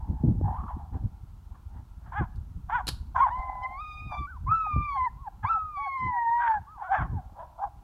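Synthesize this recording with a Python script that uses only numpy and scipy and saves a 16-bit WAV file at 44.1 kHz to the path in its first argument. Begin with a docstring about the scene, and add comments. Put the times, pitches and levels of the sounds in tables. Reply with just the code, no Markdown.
"""Open scrub with coyotes: one barks roughly and swells into three long howls, a second yips under it,
and others answer from far away. Their vocal folds make a clear note when they swing evenly and a
rough one when they flap unevenly. The sloping ground throws back a thin echo. Wind buffets the
microphone over a faint hiss, and something dry snaps right beside it."""
import sys
import numpy as np
from scipy import signal
from scipy.fft import rfft, irfft, next_fast_len
from scipy.io import wavfile
from scipy.ndimage import uniform_filter1d

SR = 44100
rng = np.random.default_rng(int(sys.argv[2]) if len(sys.argv) > 2 else 0)


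def master(y):
    """Save y as 16-bit WAV."""
    cut = np.clip(np.atleast_2d(y).T, -1, 1)
    pcm = np.round(cut * 32767)  # scale
    wavfile.write(sys.argv[1], SR, pcm.astype(np.int16))


N = 345303
TIME = np.arange(N) / SR

# How a near and a far coyote's throat colour the voice: frequency_hz, gain_db
NEAR_THROAT = [(200, -41), (450, -28.5), (600, -12), (760, 12), (1050, 11), (1300, -2), (1600, 3.5),
               (1900, -14), (2250, -16), (2700, -31), (3350, -25.5), (4000, -47.5), (6700, -44),
               (10000, -69)]
DISTANT_THROAT = [(300, -37.5), (600, -7), (780, 9.5), (1100, -1.5), (1350, -14.5), (1650, -11),
                  (2200, -36.5), (3400, -33.5), (5000, -73), (9000, -45)]
# The tone of wind fluttering on the microphone: frequency_hz, gain_db
FLUTTER_COLOUR = [(60, -28.5), (110, 2.5), (150, 1), (220, -2.5), (320, -11), (450, -23.5), (700, -35),
                  (1200, -51.5), (3000, -84.5)]


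def gain_of(db):
    """Turns decibels into a number to multiply by."""
    return 10 ** (np.asarray(db) / 20)


def evened(x):
    """Scales a signal to an average strength (rms) of 1."""
    return x / np.sqrt(np.mean(x ** 2) + 1e-20)


def read(points, hz):
    """Looks up a table's value at any frequency, on a log scale."""
    frequencies, values = np.transpose(points)
    return np.interp(np.log(hz + 1), np.log(frequencies + 1), values)


def follow(rows):
    """Turns timed rows into sample times and one curve for each other column."""
    times, *columns = np.transpose(rows)
    t = np.arange(times[0], times[-1], 1 / SR)
    return [t] + [np.interp(t, times, column) for column in columns]


def add(mix, start_s, sound):
    """Mixes a sound in at a given time."""
    part = mix[max(0, round(start_s * SR)):][:len(sound)]
    part += sound[:len(part)]


def coloured(x, colour):
    """Shapes a signal's lows and highs by a table, at strength 1."""
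    size = next_fast_len(len(x))
    gains = gain_of(read(colour, np.fft.rfftfreq(size, 1 / SR)))
    return evened(irfft(rfft(x, size) * gains, size)[:len(x)])


def wander(t, rate_hz):
    """A smooth random wobble of strength 1, up to about the given rate."""
    size, coarse_sr = 2 ** 15, 4000
    hz = np.fft.rfftfreq(size, 1 / coarse_sr)
    slow = evened(irfft(rfft(rng.standard_normal(size)) / (1 + (hz / rate_hz) ** 4)))
    return np.interp(t * coarse_sr, np.arange(size), slow)


def fade(t, edge_s=0.0096):
    """A soft start and end for a sound."""
    return np.clip(np.minimum(t - t[0], t[-1] - t) / edge_s, 0, 1)


def around(peak_s, rise_s, fall_s):
    """A call's sample times and progress: -1 at the start, 0 at the peak, 1 at the end."""
    t = np.arange(peak_s - rise_s, peak_s + fall_s, 1 / SR)
    return t, (t - peak_s) / np.where(t < peak_s, rise_s, fall_s)


def noise(t):
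    """White noise, one value for each sample time."""
    return rng.standard_normal(N)[:len(t)]


def eddies(colour, lumps=1):
    """The pressure of swirling air, held at an even strength."""
    pressure = coloured(noise(TIME) * lumps, colour)
    return pressure / np.sqrt(uniform_filter1d(pressure ** 2, size=3000))


def wind(flutter_db=-19, flutter_chop_db=4, chop_db=4.5, lumps_db=3):
    """Swirls push on the microphone; gusts swell over that push and break into lumpy flutter."""
    # The steady push: time_s, level_db
    steady_wind = [(0, -37), (.5, -40), (.9, -41.5), (1.3, -45.5), (1.65, -48), (2.3, -44), (3.1, -40),
                   (3.4, -45), (3.9, -48), (4.4, -43.5), (5, -46), (5.55, -49), (5.9, -57), (6.4, -55),
                   (6.9, -56.5), (7.3, -46), (7.5, -56), (7.83, -49)]
    # Gusts: peak_s, half_length_s, rumble_db, flutter_db
    gusts = [ (0.116, 0.027, -31.5, -38), (0.29, 0.044, -25, -23.5), (0.439, 0.077, -24.5, -38),
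             (0.642, 0.019, -56, -39.5), (0.771, 0.0097, -52, -37), (0.95, 0.023, -29.5, -33),
             (1.051, 0.024, -26.5, -35.5), (1.769, 0.044, -43, -52.5), (2.218, 0.023, -23.5, -33),
             (2.38, 0.035, -35.5, -50), (2.566, 0.022, -36, -49), (2.927, 0.027, -35.5, -73),
             (4.061, 0.049, -38, -51.5), (4.205, .02, -30, -46.5), (4.481, 0.056, -29.5, -51.5),
             (4.784, 0.045, -24.5, -42), (5.45, 0.019, -32, -53.5), (6.058, 0.043, -35, -41.5),
             (6.594, 0.034, -42, -53.5), (7.03, 0.036, -27.5, -36), (7.146, 0.045, -29, -38.5), ]
    # The tone of the push, and of gusts, whose faster air sounds higher: frequency_hz, gain_db
    rumble_colour = [(10, -23), (25, -8), (45, 10), (70, 7.5), (115, -5), (150, -10.5), (250, -24),
                     (600, -77.5)]
    gust_colour = [(10, -36), (25, -20), (45, 3), (65, 4.5), (90, 6), (125, -1.5), (160, -9), (250, -30),
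                   (600, -89.5)]
    push = gain_of(np.interp(TIME, *np.transpose(steady_wind)))
    shake = push * gain_of(flutter_db + flutter_chop_db * wander(TIME, 33))
    gusting = np.zeros(N)
    for peak_s, half_s, low_db, high_db in gusts:
        swell = np.exp(-np.minimum(((TIME - peak_s) / half_s) ** 2, 20))
        gusting += gain_of(low_db) * swell
        shake += gain_of(high_db) * swell
    rumble = eddies(rumble_colour) * gain_of(chop_db * wander(TIME, 36))  # single swirls chop it up
    flutter = eddies(FLUTTER_COLOUR, gain_of(lumps_db * wander(TIME, 44)))
    return push * rumble + gusting * eddies(gust_colour) + shake * flutter


def air_hiss(level_db=-67):
    """A faint, steady hiss behind everything."""
    # The tone of the hiss: frequency_hz, gain_db
    hiss_colour = [(180, -27), (300, -2), (511, -12), (700, -6), (898, -1), (1230, -9), (1380, -4),
                   (1480, -13), (1870, -19), (4290, -21), (4980, -23), (6280, -23), (10300, -26.5),
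                   (11400, -24), (15900, -27.5)]
    return gain_of(level_db) * coloured(noise(TIME), hiss_colour)


def hoarse_voice(t, hz, level_db, rough, bright_db, throat, jitter, noisiness):
    """Vocal folds between a clear note (rough=0) and chaos (rough=1), heard through the throat."""
    wobble = 1 + (.006 + jitter * rough) * wander(t, 150)
    cycles = np.cumsum(uniform_filter1d(hz, size=400) * wobble) / SR
    # At high pitch the folds no longer close, and the overtones fade.
    falsetto = np.clip(np.log2(hz / 550), 0, 1)
    sizes = [gain_of(read(throat, k * hz) - 6 * falsetto * np.log2(k)) for k in range(1, 19)]
    folds = sum(size * np.cos(2 * np.pi * k * cycles + k * k) for k, size in enumerate(sizes, 1))
    folds /= np.sqrt(sum(size ** 2 for size in sizes) / 2)
    # Air escapes in one puff a cycle.
    puffs = coloured((0.17 + np.exp(-(cycles % 1) / 0.21)) * noise(t), throat)
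    air_share = .01 + noisiness * rough ** 3
    voice = np.sqrt(1 - air_share) * folds + np.sqrt(air_share) * puffs
    # An open mouth lifts the bright part of the voice.
    mouth = signal.sosfiltfilt(signal.butter(3, [1250, 3700], "band", fs=SR, output="sos"), voice)
    voice += (gain_of(bright_db) - 1) * mouth
    voice /= np.sqrt(abs(uniform_filter1d(voice ** 2, size=900)) + 1e-9)  # even out the strength
    sputter_db = 3.8 * rough * wander(t, 58)  # rough folds also pulse unevenly
    return t[0], gain_of(level_db + sputter_db) * voice * fade(t)


def far_wail(bright_db_per_octave=22):
    """A long hoarse call far away; the mouth opens as the pitch climbs."""
    # The path of the wail: time_s, pitch_hz, level_db
    wail = [(0, 918, -50.5), (.1, 933, -55.5), (.2, 848, -52.5), (.39, 808.5, -63.5), (.47, 850, -37.5),
            (.53, 879, -40), (.59, 1100, -42), (.655, 1119, -50), (.71, 1011, -37.5), (.76, 889, -62),
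            (.81, 852, -44.5), (.89, 772, -71)]
    t, hz, level_db = follow(wail)
    bright_db = bright_db_per_octave * np.log2(hz / hz.mean())
    return hoarse_voice(t, hz, level_db, rough=0.57, bright_db=bright_db,
                        throat=DISTANT_THROAT, jitter=.12, noisiness=.6)


def hillside_echo(calls, build_s=0.0031, bounce_db=-4):
    """The slope throws back a few clear bounces over a thin scatter from the scrub."""
    # How long the scatter takes to fall by 60 dB: frequency_hz, time_s
    ring_times = [(300, .4), (900, .7), (2200, .55), (5000, .3), (12000, .2)]
    # Single bounces off the slope: delay_s, relative_db
    bounces = [(.021, 2.5), (.047, -2), (.062, -4.5), (.093, -7.5), (.135, -24.5)]
    scatter = rng.standard_normal(SR) * (rng.random(SR) < .05) * (1 - np.exp(-TIME[:SR] / build_s))
    hz, t, bands = signal.stft(scatter, SR, nperseg=256)
    dying = gain_of(-60 * t / read(ring_times, hz)[:, None])
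    tail = signal.istft(bands * dying, SR, nperseg=256)[1]
    tail /= np.linalg.norm(tail)
    for delay_s, level_db in bounces:
        tail[round(delay_s * SR)] += gain_of(level_db + bounce_db)
    return signal.fftconvolve(calls, tail / np.linalg.norm(tail))[:N]


def buffets(cutoff_hz=800):
    """Swirls of air hit the microphone's opening, each with a dull thump."""
    # Sudden hits of wind: start_s, level_db, decay_s
    hits = [(0.091, -32, 0.022), (0.236, -17, 0.026), (.412, -19.5, 0.0046), (2.209, -18, 0.0074),
            (4.762, -28, 0.019), (6.026, -38, 0.0091), (7.136, -38, 0.012)]
    out, t = np.zeros(N), TIME[:SR // 4]
    for start_s, level_db, decay_s in hits:
        swirl = coloured(rng.standard_normal(len(t)), FLUTTER_COLOUR)
        add(out, start_s, gain_of(level_db) * np.exp(-t / decay_s) * fade(t, edge_s=0.00032) * swirl)
    return signal.sosfilt(signal.butter(4, cutoff_hz, fs=SR, output="sos"), out)


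def bark(row, throat, jitter, noisiness):
    """One push of air with rough ends; the clearer its peak, the more the pitch arches there."""
    peak_s, rise_s, fall_s, top_hz, level_db, top_rough, bright_db = row
    arch_s, arch_depth, clear_s = .043, .31, 0.04
    end_db, end_rough, shut_db = -22, 0.93, -15  # the ends are quiet, rough and dulled by the mouth
    t, progress = around(peak_s, rise_s, fall_s)
    off_arch = 1 - np.exp(-((t - peak_s) / arch_s) ** 2)
    hz = top_hz * (1 - arch_depth * np.sqrt(1 - top_rough) * off_arch)
    near_peak = np.exp(-((t - peak_s) / clear_s) ** 4)
    rough = end_rough + (top_rough - end_rough) * near_peak
    swell_db = level_db + end_db * abs(progress) ** 1.24
    mouth_db = bright_db + shut_db * progress ** 2
    return hoarse_voice(t, hz, swell_db, rough, mouth_db, throat, jitter, noisiness)


def far_barks():
    """Coyotes far away answer with dull, rough barks."""
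    # Barks: peak_s, rise_s, fall_s, top_pitch_hz, level_db, peak_roughness (0-1), brightness_db
    calls = [ (.96, 0.049, 0.061, 411, -47, .9, 4.5), (1.15, 0.065, 0.11, 421, -64.5, .95, -9),
             (1.555, 0.088, 0.073, 508, -58, .8, 3), (1.775, .13, 0.069, 451, -58, .95, 9),
             (2.08, 0.088, 0.18, 389, -57, .9, 15.5), (7.21, .05, 0.29, 410, -56, .85, -5),
             (7.41, 0.071, 0.054, 334.2, -38.5, .7, -3), (7.55, 0.064, 0.11, 324, -58, .5, -29), ]
    out = np.zeros(N)
    for row in calls:
        add(out, *bark(row, DISTANT_THROAT, jitter=.09, noisiness=.5))
    return out


def near_barks():
    """Barks close by, louder and steadier in pitch."""
    # Barks: peak_s, rise_s, fall_s, top_pitch_hz, level_db, peak_roughness (0-1), brightness_db
    calls = [ (2.184, 0.069, 0.081, 422.2, -28.5, .25, 9), (2.754, .072, 0.075, 492.7, -23, 0.21, 8),
             (3.168, .024, 0.039, 518, -21.5, 0.86, -3.5), (3.206, .045, 0.018, 477.7, -18.5, 0.16, -2),
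             (3.229, 0.076, 0.071, 1087, -16, 0.11, 4), (3.28, 0.033, 0.038, 400.5, -34, 1, 3),
             (4.133, 0.041, .06, 376.6, -32.5, 1, -13), (5.44, 0.017, 0.042, 409.5, -34, .4, 11),
             (6.425, 0.049, .16, 397, -29, 0.68, 17.5), (6.855, .075, 0.07, 380, -37, 0.32, 1.5),
             (6.925, .04, 0.06, 790, -20.5, 0, -2.5), (6.94, 0.044, 0.14, 423, -25.5, 0.7, 6.5),
             (6.966, .035, 0.088, 877.5, -29, 0.1, 18), (7.64, 0.063, 0.048, 800, -27, 0.6, -16), ]
    out = np.zeros(N)
    for row in calls:
        add(out, *bark(row, NEAR_THROAT, jitter=.04, noisiness=.7))
    return out


def dry_snaps(scatter_db=-23, scatter_s=0.029, tail_db=-38, tail_s=0.072):
    """Short bright cracks, each scattered by the brush close by."""
    # Snaps and ticks: start_s, level_db, decay_s
    snaps = [(2.357, -60.5, 0.006), (2.864, -64, .008), (2.869, -25.5, 0.0022), (2.878, -25.5, 0.0095),
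             (2.887, -18, 0.0029), (3.068, -61.5, 0.0017), (3.389, -60.5, 0.0039)]
    # The tone of a snap: frequency_hz, gain_db
    snap_colour = [(240, -3.5), (400, -15), (764, -14), (1310, -12), (1810, -14.5), (2080, -25.5),
                   (2970, -11.5), (3630, -12), (3860, -4.5), (4360, -3.5), (6130, -21.5), (6930, -19),
                   (9150, -21.5), (10200, -16), (15900, -40.5)]
    out, t = np.zeros(N), TIME[:SR // 2]
    scatter = gain_of(scatter_db) * np.exp(-t / scatter_s) + gain_of(tail_db) * np.exp(-t / tail_s)
    for start_s, level_db, decay_s in snaps:
        shape = (np.exp(-t / decay_s) + scatter) * fade(t, edge_s=0.0014)
        crack = coloured(rng.standard_normal(len(t)), snap_colour)
        add(out, start_s, gain_of(level_db) * shape * crack)
    return out


def howls(jitter=0.0018, leap_jitter=0.029, breath_db=-38, leap_breath_db=-14, settle_s=0.08):
    """Nearly pure notes, rough where the pitch leaps; overtones come and go as the head turns."""
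    # One list a howl: time_s, pitch_hz, main_note_db, octave_above_db, upper_overtones_db
    calls = [
        [(3.3, 867, -35, -46, -85.5), (3.332, 1002, -33, -57.5, -77.5), (3.394, 1035, -38.5, -51, -87.5),
         (3.616, 1001, -43, -60, -97.5), (3.638, 1034, -36.5, -34, -63.5), (3.66, 1020, -31, -35.5, -91),
         (3.676, 1047, -37, -66, -85), (3.69, 1022, -51.5, -52, -85), (3.768, 1090, -41, -53.5, -87),
         (3.814, 1246, -39, -59.5, -76), (3.872, 1237, -45.5, -51, -75.5), (3.928, 1224, -47, -51.5, -69.5),
         (4.08, 1237, -55, -53, -77.5), (4.14, 1173, -43, -47.5, -67), (4.2, 1173, -39, -53.5, -74.5),
         (4.256, 1151, -38, -56.5, -83.5), (4.275, 1144, -56, -65, -114)],
        [(4.462, 1032, -40, -79.5, -102), (4.474, 1006, -33.5, -70.5, -97.5), (4.502, 1226, -34, -52, -99),
         (4.52, 1275, -19.5, -62.5, -78), (4.554, 1343, -29, -56.5, -70), (4.736, 1195, -34, -47.5, -85.5),
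         (4.866, 1186, -36, -46, -80), (4.936, 1108, -33.5, -50.5, -70), (4.948, 1107, -31.5, -62.5, -69.5),
         (5.006, 1019, -29, -45.5, -77.5), (5.058, 1021, -27, -44, -78.5), (5.074, 930, -29, -48, -103),
         (5.095, 874, -69.5, -49, -90)],
        [(5.435, 799, -41.5, -59.5, -100), (5.453, 952, -25.5, -49.5, -87), (5.469, 1130, -36, -45.5, -75.5),
         (5.505, 1327, -24, -58.5, -67.5), (5.655, 1260, -38, -80, -96), (5.735, 1202, -44, -70, -99),
         (5.771, 1141, -35, -49.5, -75), (5.943, 1071, -34.5, -43, -80), (5.963, 1072, -32.5, -52, -87.5),
         (5.985, 1029, -31.5, -45.5, -73.5), (6.083, 1018, -30.5, -37, -73), (6.115, 978, -31, -49, -99),
         (6.205, 943.5, -29.5, -40.5, -85.5), (6.277, 922.4, -25.5, -44, -87.5),
         (6.365, 951, -26.5, -40.5, -81), (6.433, 957, -28.5, -47, -89), (6.511, 888, -23.5, -47, -78),
         (6.573, 826, -31.5, -41.5, -94.5), (6.6, 740, -47, -67, -109)],
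    ]
    # The tone of the upper overtones: frequency_hz, gain_db
    overtone_colour = [(2800, 6.5), (3500, 3.5), (3750, 7.5), (3950, -8.5), (4300, 8.5), (4800, 2),
                       (5600, -9.5), (6600, -3.5), (8000, -19.5), (9600, -6.5), (11000, -28.5)]
    out = np.zeros(N)
    for rows in calls:
        t, hz, main_db, octave_db, upper_db = follow(rows)
        hz = uniform_filter1d(hz, size=700)
        octaves_per_s = uniform_filter1d(abs(np.gradient(np.log2(hz))) * SR, size=2000)
        leap = np.clip(octaves_per_s / 9, 0, 1)
        calm = np.exp(-(t - t[0]) / settle_s)  # after a leap the folds take a moment to settle
        leap = np.maximum.accumulate(leap / calm) * calm
        hz *= 1 + (jitter + leap_jitter * leap) * wander(t, 130) + 0.001 * wander(t, 33)
        phase = 2 * np.pi * np.cumsum(hz) / SR
        tone = gain_of(main_db + 1.5 * wander(t, 32)) * np.sin(phase)
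        tone += gain_of(octave_db + 3 * wander(t, 42)) * np.sin(2 * phase)
        for k in range(3, 10):
            colour_db = read(overtone_colour, k * hz) - 9 * np.log2(k / 4) - 2
            tone += gain_of(upper_db + colour_db + 3.5 * wander(t, 25)) * np.sin(k * phase)
        breathiness = gain_of(breath_db) + gain_of(leap_breath_db) * leap ** 2
        breath = gain_of(main_db) * breathiness * coloured(noise(t), NEAR_THROAT)
        add(out, t[0], (np.sqrt(2) * tone + breath) * fade(t))
    return out


def rasp(boost_db=1, grain_db=3):
    """The vocal folds flap unevenly under the first howl."""
    # How the rasp rises and falls: time_s, level_db
    loudness = [(3.3, -42.5), (3.346, -54), (3.376, -40), (3.634, -43), (3.79, -50.5), (3.814, -68.5),
                (4.084, -59.5), (4.1, -65)]
    # The tone of the rasp: frequency_hz, gain_db
    rasp_colour = [(400, -50), (600, 0.5), (780, 20.5), (900, 7), (1200, -7.5), (1700, -16), (2600, -33.5),
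                   (4000, -33.5), (8000, -66)]
    t, level_db = follow(loudness)
    air = coloured(noise(t) * gain_of(grain_db * wander(t, 90)), rasp_colour)
    return t[0], gain_of(level_db + boost_db) * air * fade(t, edge_s=0.0087)


def yips(scoop=0.17, jitter=0.0084, breath_db=-24, end_breath_db=-15):
    """Thin whines that scoop up, then drop and turn breathy, swelling where the throat rings."""
    # The second coyote's yips: top_s, rise_s, fall_s, top_pitch_hz, end_pitch_hz, level_db
    calls = [ (4.3, 0.033, 0.082, 1540, 900, -48.5), (4.625, 0.016, 0.055, 1220, 687, -48.5),
             (4.885, 0.04, .105, 1086, 708, -49), (5.225, 0.072, 0.067, 1116, 723, -48),
             (5.525, 0.043, 0.066, 937, 703, -53.5), (5.845, 0.078, 0.049, 886, 670, -49.5),
             (6.095, 0.029, 0.11, 895, 690, -52), (6.735, 0.07, 0.1, 1280, 740, -47),
             (6.745, 0.012, 0.049, 1060, 700, -60.5), (6.922, 0.082, 0.035, 1540, 1410, -48),
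             (7.085, .03, 0.13, 1120, 668, -56.5), ]
    # Overtones next to the main note: frequency_hz, gain_db
    overtones = [(1400, -22), (1650, -24), (1850, -31), (2100, -39), (2600, -53), (3300, -39.5),
                 (4500, -54.5)]
    # How much the throat lifts each pitch: pitch_hz, gain_db
    throat_lift = [(680, -2), (765, 18), (830, 17.5), (900, 9), (1000, 5), (1120, -5), (1300, -0.5),
                   (1550, 5.5)]
    out = np.zeros(N)
    for top_s, rise_s, fall_s, top_hz, end_hz, level_db in calls:
        t, progress = around(top_s, rise_s, fall_s)
        rising_hz = top_hz * (1 - scoop * progress ** 2)
        falling_hz = top_hz - (top_hz - end_hz) * abs(progress) ** 1.3
        hz = np.where(progress < 0, rising_hz, falling_hz)
        phase = 2 * np.pi * np.cumsum(hz * (1 + jitter * wander(t, 130))) / SR
        tone = np.sin(phase) + sum(gain_of(read(overtones, k * hz)) * np.sin(k * phase) for k in (2, 3))
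        breathiness = gain_of(breath_db) + gain_of(end_breath_db) * np.maximum(progress, 0) ** 2
        breath = breathiness * coloured(noise(t), NEAR_THROAT)
        swell_db = read(throat_lift, np.where(progress < 0, top_hz, hz))
        loudness = gain_of(level_db + swell_db + 0.81 * wander(t, 40))
        add(out, t[0], loudness * (np.sqrt(2) * tone + breath) * fade(t))
    return out


def scene():
    """Near and far coyotes with their echoes, in wind and faint hiss."""
    howling, barking, yipping, far = howls(), near_barks(), yips(), far_barks()
    add(far, *far_wail())
    add(barking, *rasp())
    direct = gain_of(1.5) * howling + gain_of(-0.72) * barking + gain_of(-2) * yipping + far
    near_to_slope = gain_of(-27) * howling + gain_of(-24) * barking + gain_of(-22) * yipping
    echo = hillside_echo(near_to_slope + gain_of(-11) * far)
    return (direct + echo + air_hiss() + dry_snaps() + wind() + buffets())[None]


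def record(dry, cutoff_hz=15900):
    """Cuts off the very highest treble."""
    low_pass = signal.firwin(511, cutoff_hz, window=("kaiser", 9), fs=SR)
    return signal.oaconvolve(dry, low_pass[None], "same")


dry = scene()
out = record(dry)
master(out)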